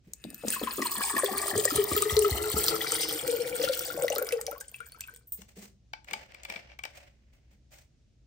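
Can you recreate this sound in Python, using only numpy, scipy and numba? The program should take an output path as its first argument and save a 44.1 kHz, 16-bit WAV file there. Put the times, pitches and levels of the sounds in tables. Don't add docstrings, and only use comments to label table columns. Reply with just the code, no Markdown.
import sys
import numpy as np
from scipy import signal
from scipy.fft import rfft, irfft, next_fast_len
from scipy.io import wavfile
from scipy.ndimage import uniform_filter1d, map_coordinates
from numba import njit

SR = 44100
rng = np.random.default_rng(int(sys.argv[2]) if len(sys.argv) > 2 else 0)


def persist_wave(psi):
    counts = np.round(np.clip(psi, -1, 1) * 32767).astype(np.int16)
    wavfile.write(sys.argv[1], SR, np.atleast_2d(counts).T)


N = 364398

# frequency in Hz, density in dB.
ROOM_SPECTRUM = [(15, -50.5), (25, -20.5), (41, -10.5), (64, -0.5), (76, -11.5), (88, -16.5), (127, -11),
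                 (175, -26.5), (208, -21.5), (266, -27.5), (661, -41.5), (957, -53), (2380, -51.5),
                 (6300, -52.5), (9000, -65), (11700, -76.5), (19800, -91.5)]
# start in seconds, length in seconds, rub in dB, hiss in dB.
HAND_STROKES = [(0.035, 0.14, -83.5, -80), (5.369, 0.056, -76.5, -63), (5.48, 0.014, -71.5, -63.5),
                (5.556, 0.092, -70, -58), (6.068, 0.17, -62, -67.5), (6.287, 0.44, -69, -87),
                (6.483, 0.081, -61, -63.5), (6.835, 0.22, -71, -75), (6.948, 0.02, -71, -64.5),
                (7.063, 0.46, -88.5, -94), (7.32, 0.025, -85.5, -79), (7.505, 0.02, -81, -76.5),
                (7.706, 0.093, -71, -63)]
# frequency in Hz, density in dB.
RUB_SPECTRUM = [(180, -27), (300, -5.5), (446, -9.5), (572, 4.5), (876, -6), (985, -9), (1480, -8),
                (2270, 1), (3740, -14), (5090, -11), (8760, -31.5), (10000, -61.5), (13000, -69),
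                (22000, -120)]
# frequency in Hz, density in dB.
HISS_SPECTRUM = [(1500, -10), (5000, -3), (8500, 0), (11000, -21.5), (13000, -12.5), (14500, -0.5),
                 (16000, -6.5)]
# frequency in Hz, width in Hz, gain in dB.
PLASTIC_MODES = [(806, 185, 1.5), (1200, 170, -2), (1525, 290, -1), (2325, 184, 9.5), (3170, 930, -3.5),
                 (4830, 720, -5), (5660, 440, -11.5)]
# start in seconds, level in dB.
GRIP_BUMPS = [(0.07, -42), (5.386, -47.5), (5.564, -38.5), (5.625, -42.5), (6.116, -40), (6.494, -46),
              (6.55, -46.5), (7.525, -54.5)]
# start in seconds, level in dB, pitch in Hz.
DROPLETS = [(0.1354, -23.5, 6900), (0.2404, -29.5, 3900), (0.3033, -31, 9000), (0.3451, -27, 13700),
            (0.4835, -15, 7320), (0.5038, -14.5, 9250), (0.8176, -21.5, 6000), (1.1654, -24, 13000),
            (1.1807, -12.5, 12300), (1.2451, -15, 13900), (1.417, -18.5, 8600), (1.5779, -16, 7760),
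            (1.6533, -7.5, 7450), (1.7615, -12.5, 10000), (1.8407, -14.5, 14400), (1.965, -13.5, 15300),
            (2.0222, -7.5, 8500), (2.167, -12, 4530), (2.1917, -6.5, 9140), (2.2812, -20, 14900),
            (2.5007, -20.5, 14800), (2.6405, -15, 8600), (2.6825, -7, 4560), (2.9203, -10.5, 7900),
            (3.278, -15.5, 7750), (3.6874, -18, 4500), (3.7926, -14, 15000), (4.0225, -21, 8100),
            (4.036, -24, 14000), (4.0812, -20, 3300), (4.101, -20.5, 6440), (4.127, -24, 8300),
            (4.1528, -23, 14100), (4.1602, -21.5, 4480), (4.183, -17, 13600), (4.2253, -21, 14060),
            (4.247, -30, 14100), (4.2685, -28.5, 9160), (4.2897, -23.5, 5640), (4.3235, -22.5, 3200),
            (4.4132, -23, 8000), (4.4664, -20.5, 5630), (4.5131, -26.5, 14300), (4.6099, -28, 7900),
            (4.8045, -40, 8700), (4.9205, -36.5, 9500), (5.008, -21.5, 7900), (5.0754, -39.5, 14000),
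            (5.1395, -41, 14500), (5.1622, -37.5, 8070)]
# start in seconds, level in dB, pitch in Hz, decay in seconds.
SPRAY_BURSTS = [(0.484, -28, 6460, 0.0085), (0.82, -26.5, 5330, 0.0056), (0.858, -25.5, 8700, 0.0096),
                (1.097, -24.5, 8240, .025), (1.19, -19.5, 8560, 0.012), (1.418, -26, 8300, 0.034),
                (2.685, -22.5, 4500, 0.012), (2.87, -25.5, 4560, 0.049), (3.005, -27.5, 5070, 0.13),
                (3.794, -29.5, 4730, 0.0043), (5.272, -41.5, 13920, 0.024), (5.322, -20, 14870, 0.019)]
# frequency in Hz, width in Hz, gain in dB.
CUP_MODES = [(2360, 6.2, 12), (4450, 45, 5.5), (8700, 94, 1)]
# time in seconds, level in dB.
POUR_DB = [(0.15, -69), (0.33, -59.5), (0.455, -54.5), (0.49, -42.5), (0.57, -48), (0.61, -51), (0.95, -47),
           (1.5, -44), (2.3, -43.5), (3.05, -42.5), (3.45, -46.5), (3.76, -46), (4.2, -52.5), (4.58, -60.5),
           (5.14, -61), (5.27, -80.5)]
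# time in seconds, share of full flow.
FLOW_SHARE = [(0.1, 0.35), (0.5, 0.75), (1.5, 0.98), (3.0, 0.86), (3.7, 0.74), (4.1, 0.24), (4.5, 0.099),
              (5.0, 0.035), (5.45, 0.098)]
# time in seconds, level change in dB.
LIP_SLOSHES = [(2.71, 4), (2.93, 2.5), (3.63, 5), (3.88, 4), (4.0, 2.5), (4.11, -2.5), (4.33, 4)]
# time in seconds, aim (-1 down the wall, 0 glancing, 1 into the pool).
JET_AIM = [(3.0, -0.21), (3.5, 0.42), (3.85, -0.28), (4.0, 1), (4.52, 0.76), (4.78, -0.75)]
# frequency in Hz, gain in dB.
SPRAY_SPECTRUM = [(1500, -17.5), (4500, 4), (6300, -4), (7500, 3), (8600, 3), (10000, 5), (11500, -2),
                  (13000, 2.5), (14600, 8), (15800, 3.5)]
# frequency in Hz, gain in dB.
FIZZ_SPECTRUM = [(500, -27.5), (1500, -7), (2200, -6.5), (2450, -11.5), (2800, -4), (3400, 0.5), (3800, -4),
                 (4500, 3), (5500, -1.5), (7000, -6.5), (10000, -20.5), (16000, -28)]
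# frequency in Hz, width in Hz, gain in dB.
STEEL_MODES = [(1713, 70, 9), (2090, 45, 7), (2584, 88, 12), (4970, 46, 2), (8680, 200, -4), (8900, 140, 2)]
# start in seconds, level in dB, final pitch in Hz, burble offset in dB.
BOTTLE_GLUGS = [(0.239, -35, 200, -3.5), (0.298, -44, 200, -5), (0.433, -27.5, 215, -1),
                (0.611, -30.5, 225, 0), (0.778, -28.5, 220, -0.5), (0.969, -37.5, 200, -2.5),
                (1.13, -32, 200, -2), (1.307, -31.5, 200, -3), (1.528, -30, 110, -2),
                (1.746, -28.5, 72, -6.5), (1.912, -26.5, 77, -2), (2.121, -21, 62, -19.5),
                (2.313, -16, 62, -21.5), (2.533, -22.5, 68, -9.5)]
# time in seconds, first, second and third resonance in Hz.
COLUMN_HZ = [(0.4, 370, 1400, 1620), (1.0, 402, 1100, 1660), (1.9, 392, 1230, 1963), (2.9, 450, 1430, 2120),
             (3.65, 498.5, 1460, 2240), (4.8, 472, 1530, 2265)]
# start in seconds, level in dB, pitch in Hz.
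BRIGHT_BUBBLES = [(0.481, -27, 4800), (0.534, -30, 1560), (0.563, -30.5, 1080), (0.5945, -30, 4420),
                  (0.635, -27.5, 3340), (0.672, -24, 1050), (0.7087, -25, 4540), (0.82, -27.5, 1117),
                  (0.821, -23, 1933), (0.854, -25.5, 990), (0.869, -21, 4350), (1.015, -24.5, 1654),
                  (1.037, -27, 2350), (1.039, -32, 810), (1.097, -31.5, 1200), (1.166, -19.5, 1804),
                  (1.182, -26.5, 1105), (1.2605, -23, 3440), (1.286, -28.5, 763), (1.387, -23, 4420),
                  (1.429, -33, 1177), (1.677, -21, 1876), (1.706, -27.5, 1320), (1.775, -27.5, 1267),
                  (1.914, -25.5, 1174), (1.964, -25.5, 1290), (2.024, -23, 1220), (2.0963, -23.5, 3340),
                  (2.097, -25, 1950), (2.246, -19.5, 1290), (2.565, -30, 1310), (2.741, -29, 1304),
                  (2.807, -27.5, 1940), (2.814, -21, 3380), (3.193, -27.5, 3350), (3.6161, -21, 4860),
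                  (3.676, -27.5, 1400), (3.901, -29, 1414), (4.081, -25, 1980), (4.121, -24.5, 2810),
                  (4.128, -31, 806), (4.162, -32, 1250), (4.324, -25, 2556)]
# start in seconds, level in dB, pitch in Hz.
DEEP_BUBBLES = [(1.234, -15, 531), (1.553, -22, 408), (1.581, -18, 436), (1.654, -18.5, 523),
                (1.72, -25, 295), (1.782, -15, 410), (1.963, -22, 415), (2.004, -24.5, 411),
                (2.056, -21.5, 423), (2.166, -13, 428), (2.196, -20, 423), (2.242, -18, 415),
                (2.454, -29.5, 434), (2.565, -24.5, 434.5), (2.72, -27, 439), (3.282, -20.5, 471),
                (3.325, -21.5, 475), (3.362, -28, 474), (3.4, -24, 472), (3.454, -24.5, 490),
                (3.53, -29, 487), (3.593, -22, 479), (3.637, -20.5, 540), (3.694, -18.5, 527),
                (3.975, -22.5, 560), (4.022, -20, 510), (4.044, -16.5, 563), (4.103, -19.5, 585),
                (4.128, -27, 614), (4.164, -24.5, 563), (4.168, -27.5, 427), (4.214, -22.5, 525),
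                (4.229, -27, 433), (4.325, -18.5, 476), (4.356, -27, 478), (4.481, -27.5, 572),
                (4.528, -32.5, 560)]
# time in seconds, resonance in Hz.
BOTTLE_AIR_HZ = [(2.6, 338), (3.3, 300), (4.2, 308)]
# start in seconds, level in dB, starting pitch in Hz.
POOL_DRIPS = [(4.185, -25, 1390), (4.289, -33, 1423), (4.389, -39, 1830), (4.481, -32.5, 723),
              (4.518, -33, 1350), (4.561, -39.5, 1070), (4.61, -36, 1560), (4.7434, -28, 2580),
              (4.804, -30, 1403), (4.875, -52, 1610), (4.922, -39.5, 4430), (4.946, -44.5, 1310),
              (4.994, -50, 1590), (5.017, -39, 2610), (5.038, -33, 2550), (5.083, -37, 1520)]
# start in seconds, level in dB, treble in dB.
BUCKLES = [(5.418, -41, 1), (5.933, -30, -24), (6.045, -49.5, -3), (6.084, -39.5, -17), (6.11, -35, -9),
           (6.133, -27, -4), (6.136, -30, -16), (6.15, -43, -21), (6.319, -48.5, -13), (6.345, -42.5, -9),
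           (6.434, -39, 0), (6.45, -36, -9), (6.499, -31, -12), (6.537, -40.5, -25), (6.559, -36, -21),
           (6.697, -54, -34), (6.716, -48.5, -42), (6.789, -36.5, -12), (6.836, -32, -11.5),
           (6.851, -33, -13.5)]
# start in seconds, level in dB.
WALL_DENTS = [(5.935, -38.5), (6.137, -34), (6.857, -49)]
# frequency in Hz, left minus right in dB, left lead in radians.
MOUTH_STEREO = [(100, 0.5, 0), (372, 1.5, 0.72), (786, 7.5, -0.23), (970, 3, -0.12), (1390, 12.5, 2),
                (1630, 1, 1.45), (1950, 5, 0.5), (2270, 3.5, 1.5), (3400, 6, 1.5), (4200, 4, 0.8),
                (4920, 1, -1), (5850, -1, -0.03), (7100, 4, 1.8), (7700, 6, 3), (7970, 3, -0.5),
                (8920, 0.8, -0.74), (12040, 0, -4), (12300, -2, -10), (13900, 0.5, -5.5), (15000, -0.5, -6),
                (16000, -0.5, -9)]
# frequency in Hz, T60 in seconds, channel difference from 0 to 1.
CUP_DECAY = [(500, 0.098, 0.1), (2522, 0.043, 1), (6900, 0.04, 0.9), (8600, 0.046, 0.1), (11200, 0.014, 0),
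             (12800, 0.025, 0.01), (14500, 0.029, 0.05)]
# frequency in Hz, T60 in seconds, channel difference from 0 to 1.
ROOM_DECAY = [(150, 0.77, 0.079), (726, 0.27, 0.9), (2376, 0.23, 0.75), (6060, 0.3, 0.92),
              (14000, 0.099, 1)]

LANDING_S = 0.52
PUDDLE_DEPTH, POOL_DEPTH, FOAM_DEPTH = 0.12, 0.26, 0.38


def amp(db):
    return 10 ** (np.asarray(db) / 20)


def unit(x):
    return x / np.sqrt(np.mean(x ** 2) + 1e-20)


def along(points, hz, column=1):
    table = np.transpose(points)
    return np.interp(np.log(hz + 1), np.log(table[0] + 1), table[column])


def curves(rows):
    s, *cols = np.transpose(rows)
    return [np.interp(np.arange(N) / SR, s, c) for c in cols]


def at(curve, s):
    return curve[min(max(round(s * SR), 0), N - 1)]


def envelope(s, length_s, attack_s, release_s):
    t = np.arange(N) / SR - s
    return np.clip(t / attack_s, 0, 1) * np.exp(-np.maximum(t - length_s, 0) / release_s)


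def wobble(rate_hz):
    knots = rng.standard_normal(int(N * rate_hz / SR) + 4)
    return map_coordinates(knots, [np.arange(N) * rate_hz / SR], order=2)


def add(track, s, sound):
    part = track[..., max(round(s * SR), 0):][..., :sound.shape[-1]]
    part += sound[..., :part.shape[-1]]


def filtered(x, response):
    n = x.shape[-1]
    m = next_fast_len(n + 8192)
    return irfft(rfft(x, m) * response(np.fft.rfftfreq(m, 1 / SR)), m)[..., :n]


def coloured(x, spectrum):
    return unit(filtered(x, lambda hz: amp(along(spectrum, hz))))


def body(x, modes):
    return filtered(x, lambda f: sum(
        (-1) ** k * amp(db) * 1j * f * width_hz / (hz * hz - f * f + 1j * f * width_hz)
        for k, (hz, width_hz, db) in enumerate(modes)))


@njit
def resonate(x, hz, width_hz):
    y, z, keep = np.zeros(len(x)), 0j, np.exp(-np.pi * width_hz / SR)
    for i in range(len(x)):
        z = z * keep * np.exp(2j * np.pi * hz[i] / SR) + x[i]
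        y[i] = 2 * (1 - keep) * z.real
    return y


def at_peak(db, click):
    power = uniform_filter1d(np.mean(click ** 2, axis=0), size=SR // 1000)
    return amp(db) * click / np.sqrt(power.max())


def strike(db, decay_s, response, apart):
    t = np.arange(SR // 8) / SR
    noise = rng.standard_normal(len(t)) + apart * rng.standard_normal((2, len(t)))
    burst = noise * np.exp(-t / decay_s)
    burst[:, 8] += 4.5
    return at_peak(db, filtered(burst, response))


def bubble(hz, swell_s, rise):
    t = np.arange(SR // 6) / SR
    age = t / max(swell_s, .0005)
    glide_hz = hz * (1 + rise * (np.minimum(age, 5) - 1.5))
    return age * np.exp(1 - age) * np.sin(2 * np.pi * np.cumsum(glide_hz) / SR)


def swarm(per_s, band_hz, cycles, spread_db, rise, scatter_rad, thinning, samples):
    span_s, (low_hz, high_hz) = POUR_DB[-1][0], band_hz
    rows = rng.random((int(per_s * span_s), 6))
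    share = np.interp(rows[:, 0] * span_s, *np.transpose(FLOW_SHARE)) ** thinning
    alive = rows[:, 5] < share
    when, pitch, strength, life, place, _ = rows[alive].T[..., None]
    hz = low_hz * (high_hz / low_hz) ** pitch
    t = np.arange(samples) / SR
    age = t * hz / (cycles * (.5 + life))
    gain = amp(-spread_db * np.log(1 - .98 * strength)) / np.sqrt(share[alive, None])
    shape = gain * np.exp(-age) * (1 - np.exp(-10 * age)) * (1 - t * SR / samples)
    phase = 2 * np.pi * hz * t * (1 + rise * np.minimum(age, 4) / 2)
    index = ((when * span_s * SR).astype(int) + np.arange(samples)).ravel()
    sides = [shape * np.sin(phase + side * scatter_rad * (place - .5)) for side in (1, -1)]
    return unit(np.array([np.bincount(index, waves.ravel(), N)[:N] for waves in sides]))


def echoes(x, decay, samples):
    out, hop = np.zeros((2, N)), SR // 3
    padded = np.pad(x, ((0, 0), (0, 2 * hop)))
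    for start in range(0, N, hop):
        hz, t, noise = signal.stft(rng.standard_normal((3, samples)), SR, nperseg=256)
        apart = np.clip(along(decay, hz, column=2), 0, 1)[:, None]
        stereo = np.sqrt(apart) * noise[:2] + np.sqrt(1 - apart) * noise[2]
        tail = signal.istft(stereo * amp(-60 * t / along(decay, hz)[:, None]), SR, nperseg=256)[1]
        piece = padded[:, start:start + 2 * hop] * np.sin(np.linspace(0, np.pi, 2 * hop))
        add(out, start / SR, signal.fftconvolve(piece, tail / np.linalg.norm(tail[0]), axes=1))
    return out


def filling():
    flow, = curves(FLOW_SHARE)
    return flow, np.cumsum(flow) / flow.sum()


def room_tone():
    rumble = rng.standard_normal(N)
    flicker = amp(1.2 * wobble(7.4))
    hiss = filtered(rng.standard_normal((2, N)), lambda hz: 2.6 * hz / (hz + 700))
    return amp(-60.5) * coloured(rumble + flicker * hiss, ROOM_SPECTRUM)


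def hand_rub():
    rub_gain, hiss_gain = sum(
        amp([[rub_db], [hiss_db]]) * envelope(s, length_s, attack_s=0.012, release_s=0.027)
        for s, length_s, rub_db, hiss_db in HAND_STROKES)
    grip = amp(2.95 * wobble(160))
    friction = coloured(grip * rng.standard_normal((2, N)), RUB_SPECTRUM)
    rub = unit(friction + amp(-15) * body(friction, PLASTIC_MODES))
    hiss = coloured(grip * rng.standard_normal((2, N)), HISS_SPECTRUM)
    return amp(10.5) * rub_gain * rub + amp(3.5) * hiss_gain * hiss


def finger_bumps():
    gain = sum(amp(db) * envelope(s, 0.0038, attack_s=0.0038, release_s=0.023) for s, db in GRIP_BUMPS)
    spectrum = [(70, -52.5), (195, 6.5), (290, -13), (450, -5), (900, -43)]
    return amp(-7.5) * gain * coloured(rng.standard_normal(N), spectrum)


def strays(start_s, end_s, over_db, spread_db, count):
    when, strength, pitch = rng.random((count, 3)).T
    s = start_s + when * (end_s - start_s)
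    db = np.interp(s, *np.transpose(POUR_DB)) + over_db - spread_db * strength
    return list(zip(s, db, 15000 - 11500 * pitch))


def splats():
    out = np.zeros((2, N))
    flow, _ = filling()
    ring = lambda f, hz, width_hz: 1 / (1 + 1j * (f - hz) / width_hz) ** 2
    scattered = strays(LANDING_S, 4.6, over_db=12.5, spread_db=5.5, count=10)
    patter = strays(4.6, 4.62, over_db=20, spread_db=9.5, count=22)
    for s, db, hz in list(DROPLETS) + scattered + patter:
        lone = 1 - at(flow, s)
        decay_s = 0.0014 * (1 - lone) + 0.00074 * lone
        tick = lambda f: amp(-9 + 5.5 * lone) * (f / (f + 0.2 * hz)) ** 2 + ring(f, hz, width_hz=1200)
        add(out, s, strike(db - 4.5 + 4.1 * lone, decay_s, tick, apart=0.047))
    for s, db, hz, decay_s in SPRAY_BURSTS:
        spurt = lambda f: amp(-12.5) * ring(f, 8700, width_hz=880) + ring(f, hz, width_hz=940)
        add(out, s, strike(db - 6.5, decay_s, spurt, apart=0.22))
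    return out


def splash_gain():
    t = np.arange(N) / SR
    db, = curves(POUR_DB)
    slug_delay_s, slug_db, width_s = 0.034, 2, 0.049
    slugs = [(s + slug_delay_s, slug_db) for s, *_ in BOTTLE_GLUGS]
    for s, extra_db in slugs + list(LIP_SLOSHES):
        db = db + extra_db * np.exp(-np.minimum(np.abs(t - s) / width_s, 10) ** 2)
    pouring = (t > POUR_DB[0][0]) & (t < POUR_DB[-1][0])
    return amp(db) * uniform_filter1d(1.0 * pouring, size=900)


def spray(surge, depth):
    mist = swarm(per_s=3500, band_hz=(6440, 17100), cycles=3.6, spread_db=6.5,
                 rise=.02, scatter_rad=0.1, thinning=1.1, samples=96)
    return amp(2.5 + 4 * (1 - depth)) * coloured(mist * surge, SPRAY_SPECTRUM)


def fizz(surge, flow, depth):
    ticks = swarm(per_s=6000, band_hz=(1580, 7750), cycles=4, spread_db=7,
                  rise=0.017, scatter_rad=1.2, thinning=1.1, samples=96)
    beads = swarm(per_s=650, band_hz=(1973, 8030), cycles=5, spread_db=4.6,
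                  rise=0.008, scatter_rad=1.9, thinning=0.9, samples=300)
    gain = amp(-4 + 4.5 * depth) * flow ** 0.071 / (1 + (0.02 / depth) ** 3)
    return gain * coloured((ticks + amp(3) * flow * beads) * surge, FIZZ_SPECTRUM)


def bare_steel(splash):
    bare = np.interp(np.arange(N) / SR - LANDING_S, [.06, .35], [1, 0])
    trickle_gain = amp(-59) * envelope(POUR_DB[0][0], .5, attack_s=.1, release_s=0.044)
    trickle = trickle_gain * rng.standard_normal(N)
    return amp(4) * body(bare * (splash + trickle), STEEL_MODES)


def glugs():
    out, t = np.zeros(N), np.arange(SR // 5) / SR
    swell_s, drop_s, smallest_bubble_hz = 0.014, .007, 605
    age = t / swell_s
    for s, db, end_hz, burble_db in BOTTLE_GLUGS:
        hz = end_hz * (1 + 1.8 * np.exp(-t / drop_s))
        add(out, s, amp(db - 7.5) * age * np.exp(1 - age) * np.sin(2 * np.pi * np.cumsum(hz) / SR))
        for late, pitch, strength in rng.random((7, 3)):
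            piece_hz = end_hz * (smallest_bubble_hz / end_hz) ** pitch
            piece = amp(db + burble_db - 1.5 * strength) * bubble(piece_hz, .7 / piece_hz, rise=0.0047)
            add(out, s + 0.0035 + 0.044 * late ** 1.9, piece)
    return out


def big_bubbles():
    deep, bright, t = np.zeros(N), np.zeros(N), np.arange(SR // 6) / SR
    first_hz, second_hz, _ = curves(COLUMN_HZ)
    _, depth = filling()
    for s, db, hz in DEEP_BUBBLES:
        note_hz = at(first_hz, s)
        cycles = 1.6 + 3.8 * np.exp(-((hz - note_hz) / 40) ** 2)
        add(deep, s, amp(db - 2.5) * bubble(hz, cycles / hz, rise=-0.028))
        kick = amp(db - 12) * (1.6 / cycles) ** 2
        add(deep, s, kick * bubble(note_hz, swell_s=0.0097, rise=0))
    slap_spectrum = [(300, -15), (900, -9.5), (2500, 4.5), (9000, -19.5)]
    for s, db, hz in BRIGHT_BUBBLES:
        slap = coloured(rng.standard_normal(len(t)), slap_spectrum) * np.exp(-t / 0.012)
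        rise = 0.09 * (at(depth, s) - .5)
        add(bright, s, amp(db - 2) * (bubble(hz, 4.18 / hz, rise) + amp(-14.5) * slap))
    upper = amp(-9.5) * resonate(bright, second_hz, 45.)
    lower = amp(-4) * resonate(bright + amp(-14.5) * deep, first_hz, 35.)
    return deep + bright + upper + lower


def bubbling(depth, aim):
    _, second_hz, third_hz = curves(COLUMN_HZ)
    froth = swarm(per_s=900, band_hz=(544, 3010), cycles=3, spread_db=6,
                  rise=0.02, scatter_rad=1.7, thinning=0.6, samples=400)
    mono = froth.mean(0)
    column = resonate(mono, second_hz, 100.) + amp(2 - 11 * depth) * resonate(mono, third_hz, 230.)
    cup = amp(-3.5) * resonate(mono, np.full(N, 2290.), 42.)
    puddle_hz = 1310 * (PUDDLE_DEPTH / np.maximum(depth, .03)) ** 0.63
    puddle = unit(resonate(mono, puddle_hz, 230.)) / (1 + (depth / FOAM_DEPTH) ** 8)
    plunge_db = 12.5 * np.maximum(aim, 0) ** 2
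    gain = amp(plunge_db - 8.5 * depth) / (1 + (PUDDLE_DEPTH / depth) ** 2)
    return gain * (amp(3) * unit(amp(-21) * froth + column + cup) + amp(-6) * puddle)


def hollow_note(flow, depth, aim):
    first_hz, _, _ = curves(COLUMN_HZ)
    bottle_hz, = curves(BOTTLE_AIR_HZ)
    churn = swarm(per_s=650, band_hz=(327, 874), cycles=2.7, spread_db=4,
                  rise=0.033, scatter_rad=0.22, thinning=0.97, samples=900)[0]
    bottle_air = resonate(churn, bottle_hz, 9.6) + resonate(churn, np.full(N, 138.), 30.)
    note = resonate(resonate(churn, first_hz, 210.), first_hz, 26.)
    gain = amp(2.5 + 11 * aim) * flow ** 0.18 / (1 + (POOL_DEPTH / depth) ** 5)
    return gain * unit(amp(-17.5) * churn + note + flow ** 0.27 * amp(-2) * bottle_air)


def foam(flow, depth):
    spectrum = [(700, -8.5), (2400, -0.5), (5000, -1), (9000, -3), (11300, -20), (14500, -6.5)]
    return amp(-8.5) * (1 - flow) * depth * coloured(rng.standard_normal((2, N)), spectrum)


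def drips():
    plips, wet, t = np.zeros(N), np.zeros(N), np.arange(SR // 10) / SR
    ring_cycles, rise_s = 13, 0.03
    climb = 1 + 0.2 * np.minimum(t / rise_s, 2) ** 2
    splash_spectrum = [(900, -22), (2600, 9.5), (4500, -9.5), (9000, -7.5), (15000, -10)]
    splash_shape = amp(-15.5) * np.exp(-t / 0.0014) + amp(-26) * np.exp(-t / .018)
    for s, db, hz in POOL_DRIPS:
        shape = (1 - np.exp(-hz * t / 1.2)) * np.exp(-hz * t / ring_cycles)
        add(plips, s, amp(db - 1.5) * shape * np.sin(2 * np.pi * np.cumsum(hz * climb) / SR))
        add(wet, s, amp(db) * splash_shape * coloured(rng.standard_normal(len(t)), splash_spectrum))
    first_hz, second_hz, _ = curves(COLUMN_HZ)
    column = amp(3) * resonate(plips, second_hz, 9.) + amp(17) * resonate(plips, first_hz, 14.)
    return plips + wet + column


def crackles():
    out, t = np.zeros((2, N)), np.arange(SR // 16) / SR
    swell_s, decay_s = 0.0032, 0.002
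    age = t / swell_s
    for s, db, treble_db in BUCKLES:
        noise = rng.standard_normal(len(t)) + 0.71 * rng.standard_normal((2, len(t)))
        flex = body(noise * age * np.exp(-age ** 2), PLASTIC_MODES)
        crack = filtered(noise * np.exp(-t / decay_s),
                         lambda hz: amp(treble_db - 4 + along(HISS_SPECTRUM, hz)))
        add(out, s, at_peak(db - 6, flex + crack))
    return out


def dents(hz=875, attack_s=.0006, decay_s=0.01):
    out, t = np.zeros(N), np.arange(SR // 10) / SR
    ring = (1 - np.exp(-t / attack_s)) * np.exp(-t / decay_s) * np.sin(2 * np.pi * hz * t)
    for s, db in WALL_DENTS:
        add(out, s, amp(db) * ring)
    return out


def stream():
    gain = splash_gain()
    flow, depth = filling()
    aim, = curves(JET_AIM)
    slap_db = np.interp(np.arange(N) / SR - LANDING_S, [-.012, .005, .11], [-7, 4, 0])
    surge = amp(slap_db + 4 * wobble(45))
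    splash = gain * (spray(surge, depth) + fizz(surge, flow, depth))
    steel = bare_steel(splash)
    pool = gain * (bubbling(depth, aim) + hollow_note(flow, depth, aim) + foam(flow, depth))
    return splash * flow / (flow + 0.061) + steel + pool


def tumbler():
    jet, ticks, plips, bubbles = stream(), splats(), drips(), big_bubbles()
    ring = body(ticks + plips, CUP_MODES)
    send = amp(-1) * jet + amp(-4) * ticks + amp(-8) * bubbles + amp(-16) * plips
    smear = filtered(echoes(send, CUP_DECAY, samples=SR // 10), lambda hz: hz / (hz + 1200))
    water = jet + ticks + plips + bubbles + ring + glugs() + smear
    side = np.array([[.5], [-.5]])
    return filtered(water, lambda hz: amp(side * along(MOUTH_STEREO, hz))
                    * np.exp(1j * side * along(MOUTH_STEREO, hz, column=2)))


def bottle():
    left, right = crackles() + amp(-5) * dents()
    snaps = np.array([amp(8.5) * left, amp(3) * np.roll(right, SR // 2600)])
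    handling = snaps + hand_rub() + finger_bumps()
    return handling + body(handling, [(2310, 45, -4)])


def scene():
    water, plastic = tumbler(), bottle()
    reverb = echoes(amp(-13) * water + amp(-10.5) * plastic, ROOM_DECAY, samples=SR * 2 // 3)
    return water + plastic + reverb + room_tone()


def record(dry):
    low_hz, top_hz = 22, 16000
    return filtered(dry, lambda hz: (1j * hz / (1j * hz + low_hz)) ** 2 / (1 + (hz / top_hz) ** 120))


dry = scene()
out = record(dry)
persist_wave(out)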